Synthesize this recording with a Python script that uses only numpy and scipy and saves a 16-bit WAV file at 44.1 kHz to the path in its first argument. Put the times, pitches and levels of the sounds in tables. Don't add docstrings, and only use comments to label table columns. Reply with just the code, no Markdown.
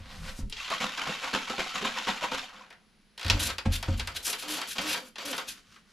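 import sys
import numpy as np
from scipy import signal
from scipy.fft import rfft, irfft, next_fast_len
from scipy.io import wavfile
from scipy.ndimage import uniform_filter1d, map_coordinates

SR = 44100
rng = np.random.default_rng(int(sys.argv[2]) if len(sys.argv) > 2 else 0)


def transcribe(u):
    v = np.clip(np.atleast_2d(u).T, -1, 1)
    q = np.round(v * 32767).astype(np.int16)
    wavfile.write(sys.argv[1], SR, q)


N = 261072
T = np.arange(N) / SR

# f/Hz, level/dB per Hz
RUMBLE_SPECTRUM = [(12, -25), (20, 4.5), (60, -7.5), (87, -3), (114, -14), (198, -11.5), (366, -46),
                   (400, -28.5), (520, -64), (880, -120)]


def amp(db):
    return np.exp(np.asarray(db) * (np.log(10) / 20))


def unit(x):
    return x / np.sqrt(np.mean(x ** 2) + 1e-20)


def along(points, hz):
    f, value = np.transpose(points)
    return np.interp(np.log(hz + 1), np.log(f + 1), value)


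def level(times, db):
    return uniform_filter1d(amp(np.interp(T, times, db, left=-120, right=-120)), size=200)


def held(s, length, rise, fall):
    attack = np.clip((T - s) / rise, 0, 1)
    return attack * np.exp(-np.clip((T - s - length) / fall, 0, 20))


def add(track, s, db, rise, fall):
    near = slice(max(int((s - 9 * rise) * SR), 0), int((s + 9 * fall) * SR))
    t = T[near] - s
    track[near] += amp(db) * np.exp(-np.maximum(-t / rise, t / fall))


def wobble(rate):
    return map_coordinates(rng.standard_normal(int(N * rate / SR) + 4), [T * rate])


def noise():
    return rng.standard_normal(N)


def filtered(x, response):
    m = next_fast_len(N + SR // 2)
    return irfft(rfft(x, m) * response(np.fft.rfftfreq(m, 1 / SR)), m)[..., :N]


def coloured(x, spectrum, lo_hz=10, hi_hz=20000):
    def response(hz):
        band = 1 / np.sqrt((1 + (lo_hz / (hz + 1)) ** 8) * (1 + (hz / hi_hz) ** 8))
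        return amp(along(spectrum, hz)) * band
    return unit(filtered(x, response))


def resonances(x, modes):
    def response(f):
        return sum((-1) ** k * amp(db) * 1j * f * width / (centre * centre - f * f + 1j * f * width)
                   for k, (centre, width, db) in enumerate(modes))
    return unit(filtered(x, response))


def droplets(rate, hiss):
    impacts = unit(noise() * (rng.random(N) < rate / SR))
    return unit(impacts + hiss * noise())


def bubbles(rate, centre_hz, spread, cycles, glide):
    count = int(rate * N / SR)
    pitch, size = rng.standard_normal((count, 2)).T[:, :, None]
    hz = np.clip(centre_hz * np.exp(spread * pitch), 150, 9000)
    t = np.arange(int(3 * SR * cycles / centre_hz)) / SR
    age = hz * t / cycles
    tone = np.sin(2 * np.pi * hz * t * (1 + glide * age))
    ring = amp(6.8 * np.minimum(size, 2)) * tone * np.exp(-age) * (1 - t / t[-1])
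    at = rng.integers(0, N, (count, 1)) + np.arange(len(t))
    return unit(np.bincount(at.ravel(), ring.ravel(), N)[:N])


def background(floor_db=-64.5, whine_hz=10230, whine_db=-84, side_db=-9):
    # f/Hz, level/dB per Hz
    air_spectrum = [(12, -31), (20, -8), (50, -18.5), (103, -27), (213, -11.5), (273, -27), (306, -23.5),
                    (685, -33), (2030, -30), (4800, -33), (9100, -49), (10500, -37), (11400, -52),
                    (15400, -56)]
    mid = coloured(noise(), air_spectrum)
    side = amp(side_db) * coloured(noise(), air_spectrum)
    whine = amp(whine_db) * np.sin(2 * np.pi * np.cumsum(whine_hz + 20 * wobble(60)) / SR)
    return amp(floor_db) * np.array([mid + side, mid - side]) + whine


def kitchen(x):
    # f/Hz, t60/s
    tail_t60 = [(100, 0.54), (800, 0.21), (2500, 0.21), (6000, 0.18), (14000, 0.2)]
    # f/Hz, side minus mid level/dB
    tail_width = [(60, -15), (250, -13), (1000, -3), (4000, -3), (9000, -3), (13000, 1)]
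    hz, t, z = signal.stft(rng.standard_normal((2, SR // 2)), SR, nperseg=256)
    z = z * amp(-60 * t / along(tail_t60, hz)[:, None])
    gains = np.array([np.ones_like(hz), amp(along(tail_width, hz))])
    mid, side = signal.istft(z * gains[:, :, None], SR, nperseg=256)[1]
    tail = np.array([mid + side, mid - side]) / np.linalg.norm(mid)
    delayed = np.pad(x, (90, 0))
    return signal.fftconvolve(delayed[None], tail, axes=1)[:, :N]


def handling(rub_db=0, rumble_db=-3, swish_db=0, palm_db=-1):
    # t/s, relative rub level/dB, rumble level/dB, swish level/dB
    slide_curve = [(0.0, -54, -39, -62), (0.026, -53.5, -49, -69), (0.124, -45, -42, -57.5),
                   (0.216, -51, -34, -56.5), (0.293, -39.5, -35, -48.5), (0.342, -54, -45, -57),
                   (0.396, -50, -58, -46), (0.434, -58, -27, -75), (0.49, -85, -33, -68)]
    # t/s, relative level/dB
    turn_curve = [(5.501, -52), (5.59, -52), (5.62, -64), (5.7, -59.5), (5.72, -54), (5.77, -56.5),
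                  (5.84, -71.5), (5.92, -57.5)]
    # f/Hz, level/dB per Hz
    rub_spectrum = [(150, -28), (250, -0.5), (371, -25), (522, -3.5), (609, -9.5), (1170, -4.5),
                    (5100, -9.5), (11600, -19.5), (15000, -32)]
    palm_spectrum = [(120, -20), (230, -1), (400, -11), (800, -13), (1300, 0.5), (2000, -4), (3000, -3.5),
                     (6000, -7.5), (12000, -24), (15000, -29)]
    s, *columns = np.transpose(slide_curve)
    rub, rumble, swish = (level(s, db) for db in columns)
    turn = level(*np.transpose(turn_curve))
    return (amp(rub_db) * rub * coloured(droplets(2500, hiss=0.81), rub_spectrum, hi_hz=4800)
            + amp(swish_db) * swish * coloured(noise(), rub_spectrum, lo_hz=4630)
            + amp(rumble_db) * rumble * coloured(noise(), RUMBLE_SPECTRUM)
            + amp(palm_db) * turn * coloured(droplets(1500, hiss=0.94), palm_spectrum))


def sink(boom_db=-4, thud_fall=0.022, splash_fall=0.011, shudder_db=-14, shudder_fall=0.11):
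    # t/s, relative ring level/dB, relative thud level/dB, share of the full ring time
    blows = [(0.0, -34.5, -70, 0.53), (0.387, -37.5, -38.5, 0.79), (0.423, -38.5, -58, 0.85),
             (3.251, -22.5, -39, 0.6), (3.298, -18.5, -35, 0.47), (3.329, -20, -41, 0.66),
             (3.37, -27, -50, 0.84), (3.415, -35, -58, 0.45), (3.472, -51, -47, 0.64),
             (3.657, -17.5, -26.5, 1), (3.882, -18, -30.5, 1), (4.785, -44, -37.5, .5),
             (5.55, -69, -77, .6), (5.676, -56, -63, .6)]
    # f/Hz, level/dB, full t60/s
    basin_modes = [(37.7, -1, 0.46), (68.6, -20, 0.4), (87.4, 5.5, 0.31), (141, -15.5, .42),
                   (209.5, -10, 0.25), (242, -19.5, 0.52), (292, -12, 0.19), (534, -14.5, 0.14),
                   (720, -21, 0.11), (900, -16, 0.1)]
    # f/Hz, level/dB per Hz
    cabinet_spectrum = [(20, -15), (40, 4), (60, 5), (85, 3.5), (115, -12.5), (240, -14.5), (330, -40),
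                        (600, -84)]
    thud_spectrum = [(25, -17), (70, 15.5), (150, 10.5), (210, 13.5), (290, 8.5), (400, -27), (900, -63)]
    splash_spectrum = [(200, -29), (450, 0.0), (720, 4.5), (1100, 1.0), (3000, -4), (8000, -19), (14000, -39)]
    detune, build_cycles = 0.023, 0.76
    hard_blow_db, splash_db = -15.5, -3
    out, thud, splash, shudder = np.zeros((4, N))
    t = np.arange(SR // 2) / SR
    for s, db, thud_db, share in blows:
        ring = 0
        for hz, mode_db, t60 in basin_modes:
            louder, shift = rng.standard_normal(2)
            decay = amp(mode_db + louder - 60 * t / (share * t60))
            build = 1 - np.exp(-t * hz / build_cycles)
            ring = ring + decay * build * np.sin(2 * np.pi * hz * (1 + detune * shift) * t)
        after = out[max(round(s * SR), 0):][:len(t)]
        after += amp(db + boom_db) * ring[:len(after)]
        shudder += amp(db + shudder_db) * held(s, 0.013, 0.035, share * shudder_fall)
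        add(thud, s + 0.0051, thud_db, .002, thud_fall)
        add(splash, s + 0.0016, thud_db + splash_db + db - hard_blow_db, .003, splash_fall)
    return (out + shudder * coloured(noise(), cabinet_spectrum)
            + thud * coloured(noise(), thud_spectrum) + splash * coloured(noise(), splash_spectrum))


def piston(jitter=0.014, unsteady=0.015, count=6):
    # t/s, length/s, level/dB, then f/Hz at start, middle and end before the waver
    groans = [(3.31, 0.13, -37, 347.5, 284, 348), (4.43, 0.17, -41, 270.6, 312, 241),
              (4.775, 0.17, -39.5, 240.2, 308.8, 275), (5.01, 0.06, -52, 285, 261, 215),
              (5.24, .1, -38, 261.5, 287.4, 212), (5.455, 0.062, -53, 212, 243.7, 208)]
    # f/Hz, level/dB
    seal_colour = [(240, -1.5), (310, 1.5), (440, -22), (525, 5.5), (610, -11.5), (900, -13.5), (1200, -11),
                   (1600, -20), (2400, -26)]
    out = np.zeros(N)
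    waver = 1 + jitter * wobble(150) + unsteady * wobble(22)
    for s, length, db, *bend in groans:
        moving = (T > s) & (T < s + length)
        travel = (T[moving] - s) / length
        hz = np.polyval(np.polyfit([0, .5, 1], bend, 2), travel) * waver[moving]
        phase = 2 * np.pi * np.cumsum(hz) / SR
        voice = sum(amp(along(seal_colour, k * hz)) * np.sin(k * phase) for k in range(1, count + 1))
        out[moving] += amp(db) * np.sin(np.pi * travel) * voice
    return out


def creak(count=7, start_s=3.177, gap_s=.0172):
    first_db, grows_db, knock_db, tick_db = -29.5, 1.42, -7, -7.5
    return [(start_s + k * gap_s, first_db + k * grows_db, knock_db, tick_db) for k in range(count)]


def clicks(knock_db=-10, crack_db=-11, tick_db=-9, ring_db=-8, knock_fall=0.019, crack_fall=0.0097,
           tick_fall=0.0039):
    # t/s, relative level/dB, then knock and tick level/dB relative to it
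    click_events = [(0.4975, -39, -14, 7.5), (0.5244, -22, -20, -30), (0.567, -28, -23, -23),
                    (0.677, -26, -2, -24), (0.7013, -25, -1, -5), (0.9745, -21.5, -5, -15),
                    (2.07, -23, 0, -14), (2.703, -40, 4.5, -7), (2.725, -43, -2, -7.5),
                    (3.2986, -4.5, -12, -14), (3.501, -19, -3, -16), (3.5822, -20, -4, -6),
                    (3.8267, -22, -1, -3.5), (3.9953, -16, -8, -11.5), (4.0729, -22, -1, -1),
                    (4.2673, -32, 4.5, 15), (4.329, -18.5, -4, -15), (4.6145, -20.5, -1.5, -5),
                    (4.782, -16, -2.5, -12), (4.9439, -25.5, 5, -20), (5.1567, -28.5, -4, -12),
                    (5.1822, -25.5, -6, -10), (5.328, -21.5, 0.5, -19), (5.3792, -20.5, 0, -3),
                    (5.759, -47, 4.5, -12)]
    # f/Hz before the spread, level/dB, t60/s
    ping_modes = [(427, -19, .07), (890, -14, .07), (2750, -3.5, 0.031), (3234, -3, 0.034),
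                  (3876, -3, 0.017), (5510, -13, 0.015)]
    # f/Hz, level/dB per Hz
    crack_spectrum = [(120, -27), (200, -17.5), (664, -8), (905, -6.5), (1840, -2.5), (2690, 2.5),
                      (3230, 3.5), (4650, 3.5), (5380, -1.5), (6570, -7.5), (12000, -15.5), (13600, -22),
                      (15400, -65)]
    spread = 0.033
    knock, crack, tick, ping = np.zeros((4, N))
    t = np.arange(SR // 12) / SR
    for s, db, low_db, high_db in click_events + creak():
        modes = 0
        for hz, mode_db, t60 in ping_modes:
            shifted_hz = hz * (1 + spread * rng.standard_normal())
            modes = modes + amp(mode_db - 60 * t / t60) * np.sin(2 * np.pi * shifted_hz * t)
        add(knock, s + 0.0025, db + low_db + knock_db, .0004, knock_fall)
        add(crack, s + 0.00154, db + crack_db, .0003, crack_fall)
        add(tick, s + 0.00043, db + high_db + tick_db, .0002, tick_fall)
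        ping[round(s * SR):][:len(t)] += amp(db + ring_db) * modes * (1 - np.exp(-t / 0.00032))
    return (knock * coloured(noise(), crack_spectrum, lo_hz=250, hi_hz=1950)
            + crack * coloured(noise(), crack_spectrum, lo_hz=1930, hi_hz=7300)
            + tick * coloured(noise(), crack_spectrum, lo_hz=6640) + ping)


def spray(mist_db=-1, flow_db=0, cutoff=0.0086, sputter_db=2.95):
    # t/s, opening/s, length/s, relative level/dB, coarse drops level/dB relative to it
    mist_bursts = [(3.392, 0.0025, 0.08, -34, 2), (3.718, 0.0085, 0.038, -34.5, 4.5),
                   (3.966, .01, .025, -47.5, 2), (4.143, 0.021, 0.029, -42.5, 7),
                   (4.222, 0.034, 0.05, -34, -6.5), (4.261, 0.009, 0.072, -34.5, -3.5),
                   (4.377, .008, 0.054, -44.5, 3.5), (4.478, .006, 0.094, -38, 2.5),
                   (4.669, .008, 0.065, -42, 0.5), (4.807, .008, 0.14, -48.5, 6),
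                   (4.872, .016, 0.071, -42.5, 5), (4.97, .01, .115, -57, -3),
                   (5.251, 0.0032, 0.074, -42.5, 3), (5.336, .01, 0.075, -52, -9),
                   (5.463, 0.021, 0.06, -45, 2.5)]
    # t/s, length/s, relative flow level/dB
    strokes = [(3.293, 0.098, -39.5), (3.393, .11, -39.5), (3.69, 0.23, -49), (3.886, 0.38, -51),
               (4.26, 0.11, -43.5), (4.418, .16, -41), (4.565, 0.097, -41.5), (4.751, 0.22, -37),
               (4.996, 0.082, -53.5), (5.179, .23, -41.5), (5.427, 0.037, -54.5)]
    # f/Hz, level/dB per Hz
    nozzle_spectrum = [(530, -5), (900, -9), (1210, -5), (1560, 6), (2020, 1), (2560, 9.5), (3660, 8.5),
                       (3930, 8), (5360, 3), (8220, -7), (11100, -6), (14200, -15.5), (15400, -34)]
    spatter_spectrum = [(76, -50), (140, -11), (230, -3.5), (289, -10), (375, -6.5), (527, -4), (631, -3.5),
                        (1430, -3.5), (2010, -8.5), (2820, -5), (7670, -14.5), (9000, -30), (11900, -19.5),
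                        (15400, -58)]
    # f/Hz, width/Hz, level/dB
    jet_modes = [(2910, 160, -0.5), (4280, 200, 2), (5870, 28, -20), (11120, 55, 15), (12200, 200, 3)]
    tube_modes = [(1126, 130, -6), (2240, 230, -1.5), (3185, 125, 2), (3540, 100, -3), (4550, 240, -2)]
    fine, coarse = np.zeros((2, N))
    for s, opening, length, db, coarse_db in mist_bursts:
        valve = amp(db + mist_db) * held(s, length, opening, cutoff)
        fine += valve
        coarse += amp(coarse_db) * valve
    mist = fine * coloured(droplets(4400, hiss=0.8), nozzle_spectrum, lo_hz=6670)
    mist += coarse * coloured(droplets(6000, hiss=1.44), nozzle_spectrum, hi_hz=6540)
    mist += amp(-8.0) * fine * resonances(noise(), jet_modes)
    flow = sum(amp(db) * held(s, length, rise=0.017, fall=0.023) for s, length, db in strokes)
    flow = flow * amp(flow_db + 2.4 * wobble(90))
    spatter = amp(-1) * coloured(droplets(1200, hiss=0.81), spatter_spectrum)
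    spatter += amp(-4.5) * resonances(droplets(1200, hiss=0.51), tube_modes)
    return mist * amp(sputter_db * wobble(120)) + flow * spatter


def gurgles(gurgle_db=-5, life=0.0076, glide=-3):
    # t/s, relative level/dB, f/Hz at the start
    pockets = [(0.606, -24.5, 1215), (0.724, -15, 1220), (0.841, -33, 1210), (1.095, -22, 205),
               (1.262, -21, 1200), (1.5, -22, 264), (1.535, -22, 867), (1.76, -19, 1250), (1.826, -19, 422),
               (1.85, -17.5, 270), (1.851, -13.5, 1065), (2.089, -16, 938), (2.241, -13, 1024),
               (1.975, -19.5, 1027), (2.319, -17, 970), (2.609, -28.5, 1067), (5.762, -38, 1280)]
    out, t = np.zeros(N), np.arange(SR // 12) / SR
    envelope = np.exp(-t / life) - np.exp(-t / 0.0016)
    for s, db, hz in pockets:
        tone = np.sin(2 * np.pi * hz * t * (1 + glide * t))
        out[round(s * SR):][:len(t)] += amp(db + gurgle_db) * tone * envelope
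    return out


def slosh(body_db=-11, gulp_db=-11, froth_db=-12, bubble_share=0.94, ring_share=0.28):
    # first contact t/s, swell/s, relative level/dB, gulp level/dB, decay/s
    slaps = [(0.578, .034, -34, -23, 0.014), (0.701, 0.025, -20, -12, 0.026),
             (0.803, 0.028, -19, -3.5, 0.03), (0.975, 0.024, -24, -14, 0.015),
             (1.012, .007, -22, -7, 0.019), (1.055, 0.042, -22.5, -6, 0.031),
             (1.215, 0.025, -24, -11.5, 0.06), (1.33, 0.02, -18, -4, 0.022),
             (1.472, 0.0094, -24, -23, 0.015), (1.496, .005, -22, -3.5, 0.023),
             (1.581, 0.017, -17, -1.5, 0.015), (1.741, 0.013, -21.5, -9, 0.053),
             (1.812, 0.025, -26.5, 0, 0.026), (1.848, 0.0044, -19, -9, 0.032),
             (1.955, 0.019, -22.5, -12.5, 0.034), (2.067, 0.025, -17.5, -5, 0.022),
             (2.209, 0.024, -22, -21, 0.01), (2.235, 0.0076, -20.5, -5, 0.019),
             (2.312, 0.01, -22.5, -1, 0.014), (2.332, 0.017, -21, -5, 0.0079),
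             (2.529, 0.049, -41, -3.5, .074)]
    # f/Hz, level/dB per Hz
    liquid_spectrum = [(59, -51), (100, -18), (201, 3.5), (281, -0.5), (354, -25), (507, 4), (600, -4.5),
                       (915, 0), (1870, -7), (3180, -6), (7380, -17.5), (8740, -29.5), (10800, -25),
                       (13300, -34.5), (15400, -69)]
    # f/Hz, width/Hz, level/dB
    bottle_modes = [(272, 270, -1.5), (554, 14, -7), (1310, 270, 1.5)]
    contact_db, contact_s = -8.5, 0.0011
    lull_db, lull_s = -4.5, 0.058
    start_s, length_s, churn_db = .5, 1.898, -38

    slap, gulp, lull = np.zeros((3, N))
    for s, swell, db, low_db, fall in slaps:
        swell_db = contact_db * np.clip(1 - (T - s) / swell, 0, 1)
        wave = amp(db + swell_db) * held(s, swell, contact_s, fall)
        slap += wave
        gulp += amp(low_db + gulp_db) * wave
        lull = np.maximum(lull, (T < s) * np.exp(-np.abs(T - s) / lull_s))
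    clumps = 2.2 * wobble(260)
    body = amp(body_db + clumps) * slap
    froth = amp(froth_db + clumps) * slap
    unrest = amp(churn_db + lull_db * lull + 0.67 * wobble(60) + clumps)
    churn = unrest * held(start_s, length_s, rise=0.19, fall=0.13)
    foam = unrest * held(start_s, length_s, rise=0.098, fall=0.078)

    water = droplets(2800, hiss=1.0) + ring_share * resonances(noise(), bottle_modes)
    low_bubbles = bubbles(160, centre_hz=365.4, spread=0.394, cycles=5.7, glide=0.028)
    mid_bubbles = bubbles(320, centre_hz=1136, spread=0.27, cycles=12.7, glide=0.037)
    high_bubbles = bubbles(550, centre_hz=2990, spread=0.28, cycles=21, glide=0.012)
    low = unit(coloured(water, liquid_spectrum, lo_hz=142, hi_hz=665) + 0.84 * low_bubbles)
    mid = unit(coloured(water, liquid_spectrum, lo_hz=725, hi_hz=2150) + bubble_share * mid_bubbles)
    high = unit(coloured(water, liquid_spectrum, lo_hz=2200) + 0.78 * high_bubbles)
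    shove = amp(-16.5) * gulp * coloured(noise(), RUMBLE_SPECTRUM)
    return (shove + low * np.hypot(gulp, amp(-40.0) * churn)
            + mid * np.hypot(body, amp(-6) * churn) + high * np.hypot(froth, foam))


def scene():
    liquid = slosh() + gurgles() + handling()
    pump = clicks() + spray() + piston()
    basin = sink()
    higher_ringing = filtered(basin, lambda hz: hz ** 4 / (hz ** 4 + 260 ** 4))
    return (amp(-2.5) * liquid + amp(-10.0) * kitchen(liquid)
            + amp(-1.5) * pump + amp(-8.5) * kitchen(pump)
            + basin + amp(-6.0) * kitchen(higher_ringing) + background())


def record(dry):
    # f/Hz, left minus right level/dB
    balance = [(100, 0.5), (250, -2), (600, -0.1), (2400, 0.5), (4500, 0), (8000, 3), (14000, 2.5)]
    top_hz = 15450
    halves = np.array([[.5], [-.5]])
    return filtered(dry, lambda hz: amp(halves * along(balance, hz)) * (hz < top_hz))


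dry = scene()
out = record(dry)
transcribe(out)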